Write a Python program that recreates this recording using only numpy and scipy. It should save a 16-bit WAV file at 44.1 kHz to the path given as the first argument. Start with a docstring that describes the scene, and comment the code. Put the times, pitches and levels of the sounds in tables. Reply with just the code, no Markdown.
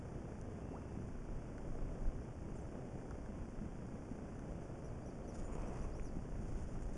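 """On the bank of a calm stream, water washes and gurgles under a high hiss and a faint far drone.
Far birds whistle, and light wind pushes on the microphone. An angler's hand bumps the rod, the line
zips, ticks and slides through its guides (the rings on the rod), and a sleeve rustles as the rod lifts.
The small camera adds a thin buzz, one pulse a picture, and mirrors its treble about 8 kHz."""
import sys
import numpy as np
from scipy import signal
from scipy.fft import rfft, irfft
from scipy.io import wavfile

SR = 44100
rng = np.random.default_rng(int(sys.argv[2]) if len(sys.argv) > 2 else 0)


def transcribe(signal):
    """Save signal, clipped to [-1, 1], as a 16-bit WAV file at the path in sys.argv[1]."""
    frames = np.atleast_2d(signal).T
    limited = np.clip(frames, -1, 1)
    pcm = np.round(limited * 32767).astype(np.int16)
    wavfile.write(sys.argv[1], SR, pcm)


N = 307377
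TIME, FREQS = np.arange(N) / SR, np.fft.rfftfreq(N, 1 / SR)

# The tone colours of six noises. Each row: frequency in Hz, relative level in dB.
WASH_SPECTRUM = [(15, -10.5), (68, 2.5), (100, -1), (160, -1), (235, -2.5), (310, -6.5), (480, -11.5),
                 (680, -16), (900, -19), (1400, -26.5), (1900, -30), (2600, -34), (3400, -39.5),
                 (6000, -65.5)]  # stream and open air
HISS_SPECTRUM = [(500, -14), (3000, -22), (4600, 1), (6000, 4.5), (7100, 2.5), (8000, -5.5)]  # high hiss
GURGLE_SPECTRUM = [(120, -25.5), (300, 0.5), (500, 1), (700, -1), (900, -16.5), (1500, -23.5),
                   (3000, -39.5)]  # gurgling water
WIND_SPECTRUM = [(5, -9), (15, 0.5), (31, 2.2), (50, -5.7), (90, -14.5), (200, -27), (600, -78)]  # wind on the microphone
CLOTH_SPECTRUM = [(60, -6), (130, 9.5), (500, 5.5), (1050, 2.5), (1700, -9.5), (2600, -9), (3500, -24),
                  (7000, -22)]  # rubbing cloth
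SLIDE_SPECTRUM = [(700, -11), (1200, 11.5), (2600, -0.5), (4600, 0.5), (7000, 8.5), (8000, -4.5)]  # line sliding through the guides

# Sounds that swell and fade. Each row: time of the peak in seconds, length in seconds, level in dB.
EDDY_SWELLS = [(.35, 0.95, -61), (1.85, 0.44, -56.5), (2.9, 0.61, -57.5), (4.5, 0.77, -58.5),
               (5.5, 0.81, -55.5), (6.9, 0.54, -60)]  # eddies passing along the bank
WIND_GUSTS = [(1.16, .08, -47.5), (1.3, .16, -45.5), (1.66, .14, -47.5), (1.85, .14, -43), (2.09, .15, -42),
              (2.65, .4, -54), (3.22, .3, -53), (5.41, .07, -47), (5.58, .2, -42), (5.87, .12, -42),
              (6.08, .16, -42.5), (6.33, .1, -43), (6.55, .22, -40), (6.88, .22, -42)]  # gusts on the microphone
SLEEVE_STROKES = [(5.62, 0.2, -53.5), (5.8, 0.15, -55.5)]  # the sleeve rubbing as the rod comes up
LINE_PULLS = [(5.365, 0.04, -66), (5.405, 0.042, -67.5), (5.46, .04, -76), (5.74, 0.21, -74),
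              (5.87, .05, -73), (6.03, 0.14, -78), (6.54, 0.18, -72.5), (6.78, 0.68, -70)]  # pulls of line through the guides

# Bird notes, each part of an arch in pitch. Each row: start in seconds, length in seconds,
# base level in dB, top pitch in Hz, place of the top from 0 to 1, amount of bend from 0 to 1.
BIRD_NOTES = [ (2.551, 0.047, -76, 7680, 0, 1), (2.602, 0.052, -78, 7800, 0.1, 1),
              (4.61, 0.063, -81, 6350, 0.3, 0.74), (4.832, 0.071, -74.5, 5900, .33, 1),
              (5.01, .04, -77, 4820, .6, .3), (5.05, 0.069, -71.5, 6020, 0.33, 0.98),
              (5.228, 0.046, -74, 4830, .8, .6), (5.274, 0.06, -69.5, 5970, 0.21, 1),
              (5.433, 0.053, -73, 7040, 0.4, .1), (5.519, 0.044, -70, 6900, .3, .15),
              (5.646, 0.053, -73, 6050, .9, .5), (5.785, .02, -73, 4900, 1, 1),
              (5.806, 0.039, -76, 6020, 0.8, .45), (5.913, 0.072, -70, 5920, 0.85, 0.72),
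              (6.015, 0.092, -71.5, 7150, 0.01, 0.8)]
# The strength of the bird's voice over its range. Each row: pitch in Hz, boost in dB.
BIRD_VOICE = [(4300, 2), (5200, -3), (5900, 5), (7000, 2.5)]
# Slow shoves of air on the microphone. Each row: start in seconds, level in dB, length in seconds.
AIR_SHOVES = [(1.815, -34.5, .024), (2.058, -30, .04)]
# Soft bumps of the hand on the rod. Each row: start in seconds, level in dB, pitch in Hz,
# seconds to fade by 60 dB.
HAND_BUMPS = [(.711, -36.5, 390, 0.038), (.973, -30.5, 198, 0.032), (1, -37.5, 212, 0.073),
              (3.288, -33, 218, .027), (3.297, -35.5, 213, 0.049), (3.613, -35.5, 213.6, 0.12),
              (3.938, -33, 197, 0.029), (4.113, -35.5, 241, 0.091), (5.554, -23, 253, 0.01),
              (6.169, -23.5, 208, 0.015), (6.399, -40.5, 216, 0.12)]
# The line ticking against the rod. Each row: start in seconds, knock pitch in Hz, knock level in dB,
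# click level in dB.
LINE_TICKS = [(0.4137, 1500, -59, -49), (1.581, 1480, -43, -53.5), (2.887, 1390, -48, -70),
              (3.013, 1610, -48, -67), (3.109, 1420, -44.5, -51.5), (3.112, 1410, -50, -66),
              (3.26, 1560, -44, -59), (4.393, 1450, -47, -52), (5.553, 1000, -47, -52),
              (5.609, 1300, -50, -60), (5.62, 1500, -50, -52), (5.633, 2440, -46, -63),
              (5.721, 1500, -56, -62), (5.772, 1700, -53, -52), (5.817, 1500, -60, -52.5),
              (5.848, 1070, -42, -62), (5.997, 2430, -43, -76)]
# The strength of the camera's mirrored treble. Each row: frequency in Hz, gain in dB.
MIRROR_GAIN = [(8000, 0.5), (9000, -4), (10000, -8), (11000, -16)]


def amp(db):
    """Turns decibels into a number to multiply by."""
    return 10 ** (np.asarray(db) / 20)


def unit(x):
    """Scales a signal to an average (rms) strength of 1."""
    return x / np.sqrt(np.mean(x ** 2) + 1e-20)


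def level_at(spectrum, hz):
    """Looks up a level between a table's rows, on a musical (log) frequency scale."""
    row_hz, row_db = np.transpose(spectrum)
    return np.interp(np.log(hz + 1), np.log(row_hz + 1), row_db)


def add(mix, start_s, sound):
    """Mixes a sound in at its start time."""
    part = mix[round(start_s * SR):][:len(sound)]
    part += sound[:len(part)]


def colour(x, spectrum):
    """Gives a signal a tone colour and a strength of 1."""
    return unit(irfft(rfft(x) * amp(level_at(spectrum, FREQS)), N))


def wander(rate_hz):
    """A random wobble of strength 1, with up to about rate_hz changes a second."""
    return unit(irfft(rfft(rng.standard_normal(N)) * np.exp(-(FREQS / rate_hz) ** 2), N))


def grains(per_s, spread_db):
    """Tiny clicks at random times; more spread makes their sizes more uneven."""
    size = amp(spread_db * np.minimum(rng.exponential(1, N), 4))
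    return unit(size * rng.choice([-1, 1], N) * (rng.random(N) < per_s / SR))


def swells(rows):
    """Loudness over time: one bell-shaped hill a row, its length taken at half power."""
    powers = (amp(db) ** 2 * .5 ** ((2 * (TIME - peak) / length) ** 2) for peak, length, db in rows)
    return np.sqrt(sum(powers))


def progress(start_s, length_s):
    """Runs from 0 to 1 during an event."""
    return np.clip((TIME - start_s) / length_s, 0, 1)


def glide(hz, gain, rough, rough_hz):
    """One gliding tone of unsteady strength."""
    return gain * (1 + rough * wander(rough_hz)) * np.sin(2 * np.pi * np.cumsum(hz) / SR)


def ring(hz, db, fade_s, scrape, rise_cycles=.8):
    """A short ring with a soft start and a speck of scraping noise."""
    t = np.arange(SR // 16) / SR
    band = signal.butter(2, [hz / 2.4, min(hz * 0.91, SR / 3)], "band", fs=SR, output="sos")
    speck = unit(signal.sosfilt(band, rng.standard_normal(len(t))))
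    gain = amp(db - 60 * t / fade_s) * (1 - np.exp(-t * hz / rise_cycles))
    return gain * (np.sin(2 * np.pi * hz * t) + scrape * speck)


def far_drone(hz=122, width_hz=8.2, db=-61):
    """A band of noise so narrow that it sounds like a low, wavering tone."""
    band = 1 / (1 + ((FREQS - hz) / width_hz * 2) ** 2)
    return amp(db) * unit(irfft(rfft(rng.standard_normal(N)) * band, N))


def stream(wash_db=-49, hiss_db=-73.5):
    """Water and open air: a dull wash with small ripples in it, under a smooth high hiss."""
    water = rng.standard_normal(N) + 0.28 * grains(per_s=300, spread_db=0.5)
    wash = colour(water, WASH_SPECTRUM) * amp(.5 * wander(11))
    hiss = colour(rng.standard_normal(N), HISS_SPECTRUM) * amp(.45 * wander(20))
    return amp(wash_db) * wash + amp(hiss_db) * hiss


def eddies():
    """Small overlapping gurgles swell and sink with the current."""
    gurgles = colour(grains(per_s=900, spread_db=1.5), GURGLE_SPECTRUM) * amp(0.6 * wander(25))
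    return swells(EDDY_SWELLS) * unit(gurgles)


def bird_whistle(top_hz=2697, sag_hz=58, db=-77.2):
    """A far bird's one long whistle swells and fades, its pitch sagging at both ends."""
    phase = progress(start_s=.53, length_s=.5)
    hz = top_hz - sag_hz * np.cos(np.pi * phase ** .8) ** 2
    return glide(hz, amp(db) * np.sqrt(abs(np.sin(np.pi * phase))), rough=0.22, rough_hz=14)


def bird_song(full_bend_hz_per_s=51000, round_top_s=0.0096, echo_fade_s=0.15):
    """Thin arching notes from the far bank, blurred by echoes from the reeds."""
    song, wobble = np.zeros(N), wander(370)
    for start, length, db, top_hz, top_at, bend in BIRD_NOTES:
        phase = np.linspace(0, 1, round(length * SR))
        from_top_s = np.hypot((phase - top_at) * length, round_top_s) - round_top_s
        hz = top_hz - bend * full_bend_hz_per_s * from_top_s
        hz *= 1 + 0.017 * wobble[round(start * SR):][:len(phase)]
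        gain = amp(db + level_at(BIRD_VOICE, hz)) * np.sqrt(abs(np.sin(np.pi * phase)))
        add(song, start, gain * np.sin(2 * np.pi * np.cumsum(hz) / SR))
    song *= amp(3.0 * wander(100))  # the level flutters
    t = np.arange(SR // 5) / SR
    reeds = rng.standard_normal(len(t)) * amp(-60 * t / echo_fade_s)
    return song + 0.6 * signal.oaconvolve(song, reeds / np.linalg.norm(reeds))[:N]


def camera_buzz(pictures_per_s=29.9925, first_s=.02087, pulse_s=.001, db=-43.5):
    """Each picture draws a square pulse of current that leaks into the sound."""
    pulses = 1. * ((TIME - first_s) % (1 / pictures_per_s) < pulse_s)
    thinned = signal.lfilter(*signal.butter(1, 50, "high", fs=SR), pulses)
    rounded = signal.lfilter(*signal.butter(3, 1750, fs=SR), thinned)
    return -amp(db) * rounded


def wind(breeze_db=-56):
    """A drifting breeze and gusts press on the microphone and make a lumpy rumble."""
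    breeze = amp(breeze_db - 1.8 * wander(0.75))
    rumble = colour(rng.standard_normal(N), WIND_SPECTRUM) * amp(-2.0 * wander(8.7))
    return np.hypot(breeze, swells(WIND_GUSTS)) * unit(rumble)


def air_shoves():
    """Each shove is one slow swing of air pressure: down, up and back to rest."""
    out = np.zeros(N)
    for start, db, length in AIR_SHOVES:
        phase = np.arange(0, 1, 1 / (length * SR))
        add(out, start, -amp(db) * np.sin(2 * np.pi * phase) * np.sin(np.pi * phase))
    return out


def rubbing(strokes, spectrum, per_s, spread_db, clump_db):
    """Rubbing cloth or line makes many little slips, which come in clumps during each stroke."""
    slips = colour(grains(per_s, spread_db), spectrum) * amp(clump_db * wander(30))
    return swells(strokes) * unit(slips)


def hand_bumps(rise_s=0.0009):
    """The rod's grip swings briefly after each bump and soon comes to rest."""
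    out, t = np.zeros(N), np.arange(SR // 8) / SR
    for start, db, hz, fade_s in HAND_BUMPS:
        gain = amp(db - 60 * t / fade_s) * (1 - np.exp(-t / rise_s))
        add(out, start, gain * np.sin(2 * np.pi * hz * t))
    return out


def line_ticks(knock_cycles=17):
    """The line strikes: the rod knocks, and a guide gives a brighter, shorter click."""
    out = np.zeros(N)
    for start, knock_hz, knock_db, click_db in LINE_TICKS:
        knock = ring(knock_hz, knock_db, fade_s=knock_cycles / knock_hz, scrape=0.66)
        click = ring(hz=6270, db=click_db, fade_s=0.0045, scrape=0.63)
        add(out, start, knock + click)
    return out


def line_zip(from_hz=355, to_hz=1540, db=-49.3, fade_db=3.5):
    """The line speeds up over a guide, so its pitch climbs as it fades, with a weaker tone beneath."""
    phase = progress(start_s=.706, length_s=.072)
    hz = from_hz * (to_hz / from_hz) ** phase
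    gain = amp(db - fade_db * phase) * abs(np.sin(np.pi * phase)) ** .6
    upper = glide(hz, gain, rough=0.25, rough_hz=200)
    lower = glide(hz * .54, gain * amp(-2.0), rough=0.37, rough_hz=200)
    return upper + lower


def scene():
    """Adds the angler, air and water, the birds and the camera's buzz into one channel."""
    sleeve = rubbing(SLEEVE_STROKES, CLOTH_SPECTRUM, per_s=1200, spread_db=2.5, clump_db=2.0)
    line_slide = rubbing(LINE_PULLS, SLIDE_SPECTRUM, per_s=1800, spread_db=0.9, clump_db=3.0)
    angler = sleeve + line_slide + hand_bumps() + line_ticks() + line_zip()
    background = wind() + air_shoves() + stream() + eddies() + far_drone()
    return (background + bird_song() + bird_whistle() + camera_buzz() + angler)[None]


def record(dry, notch_hz=4020, notch_width_hz=380, mirror_hz=8000, top_hz=11000):
    """The camera cuts out a narrow band, its slow converter mirrors the treble, and the top is cut off."""
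    from_notch = ((FREQS - notch_hz) / notch_width_hz) ** 2
    direct = rfft(dry[0]) * from_notch / (1 + from_notch) * (FREQS < mirror_hz)
    # Multiplying by a tone at twice mirror_hz makes an upside-down copy of the spectrum.
    mirrored = rfft(irfft(direct, N) * 2 * np.cos(2 * np.pi * 2 * mirror_hz * TIME))
    sound = irfft(direct + mirrored * amp(level_at(MIRROR_GAIN, FREQS)), N)
    top_cut = signal.firwin(161, top_hz, window=("kaiser", 8), fs=SR)
    return signal.oaconvolve(sound, top_cut, "same")[None]


dry = scene()
out = record(dry)
transcribe(out)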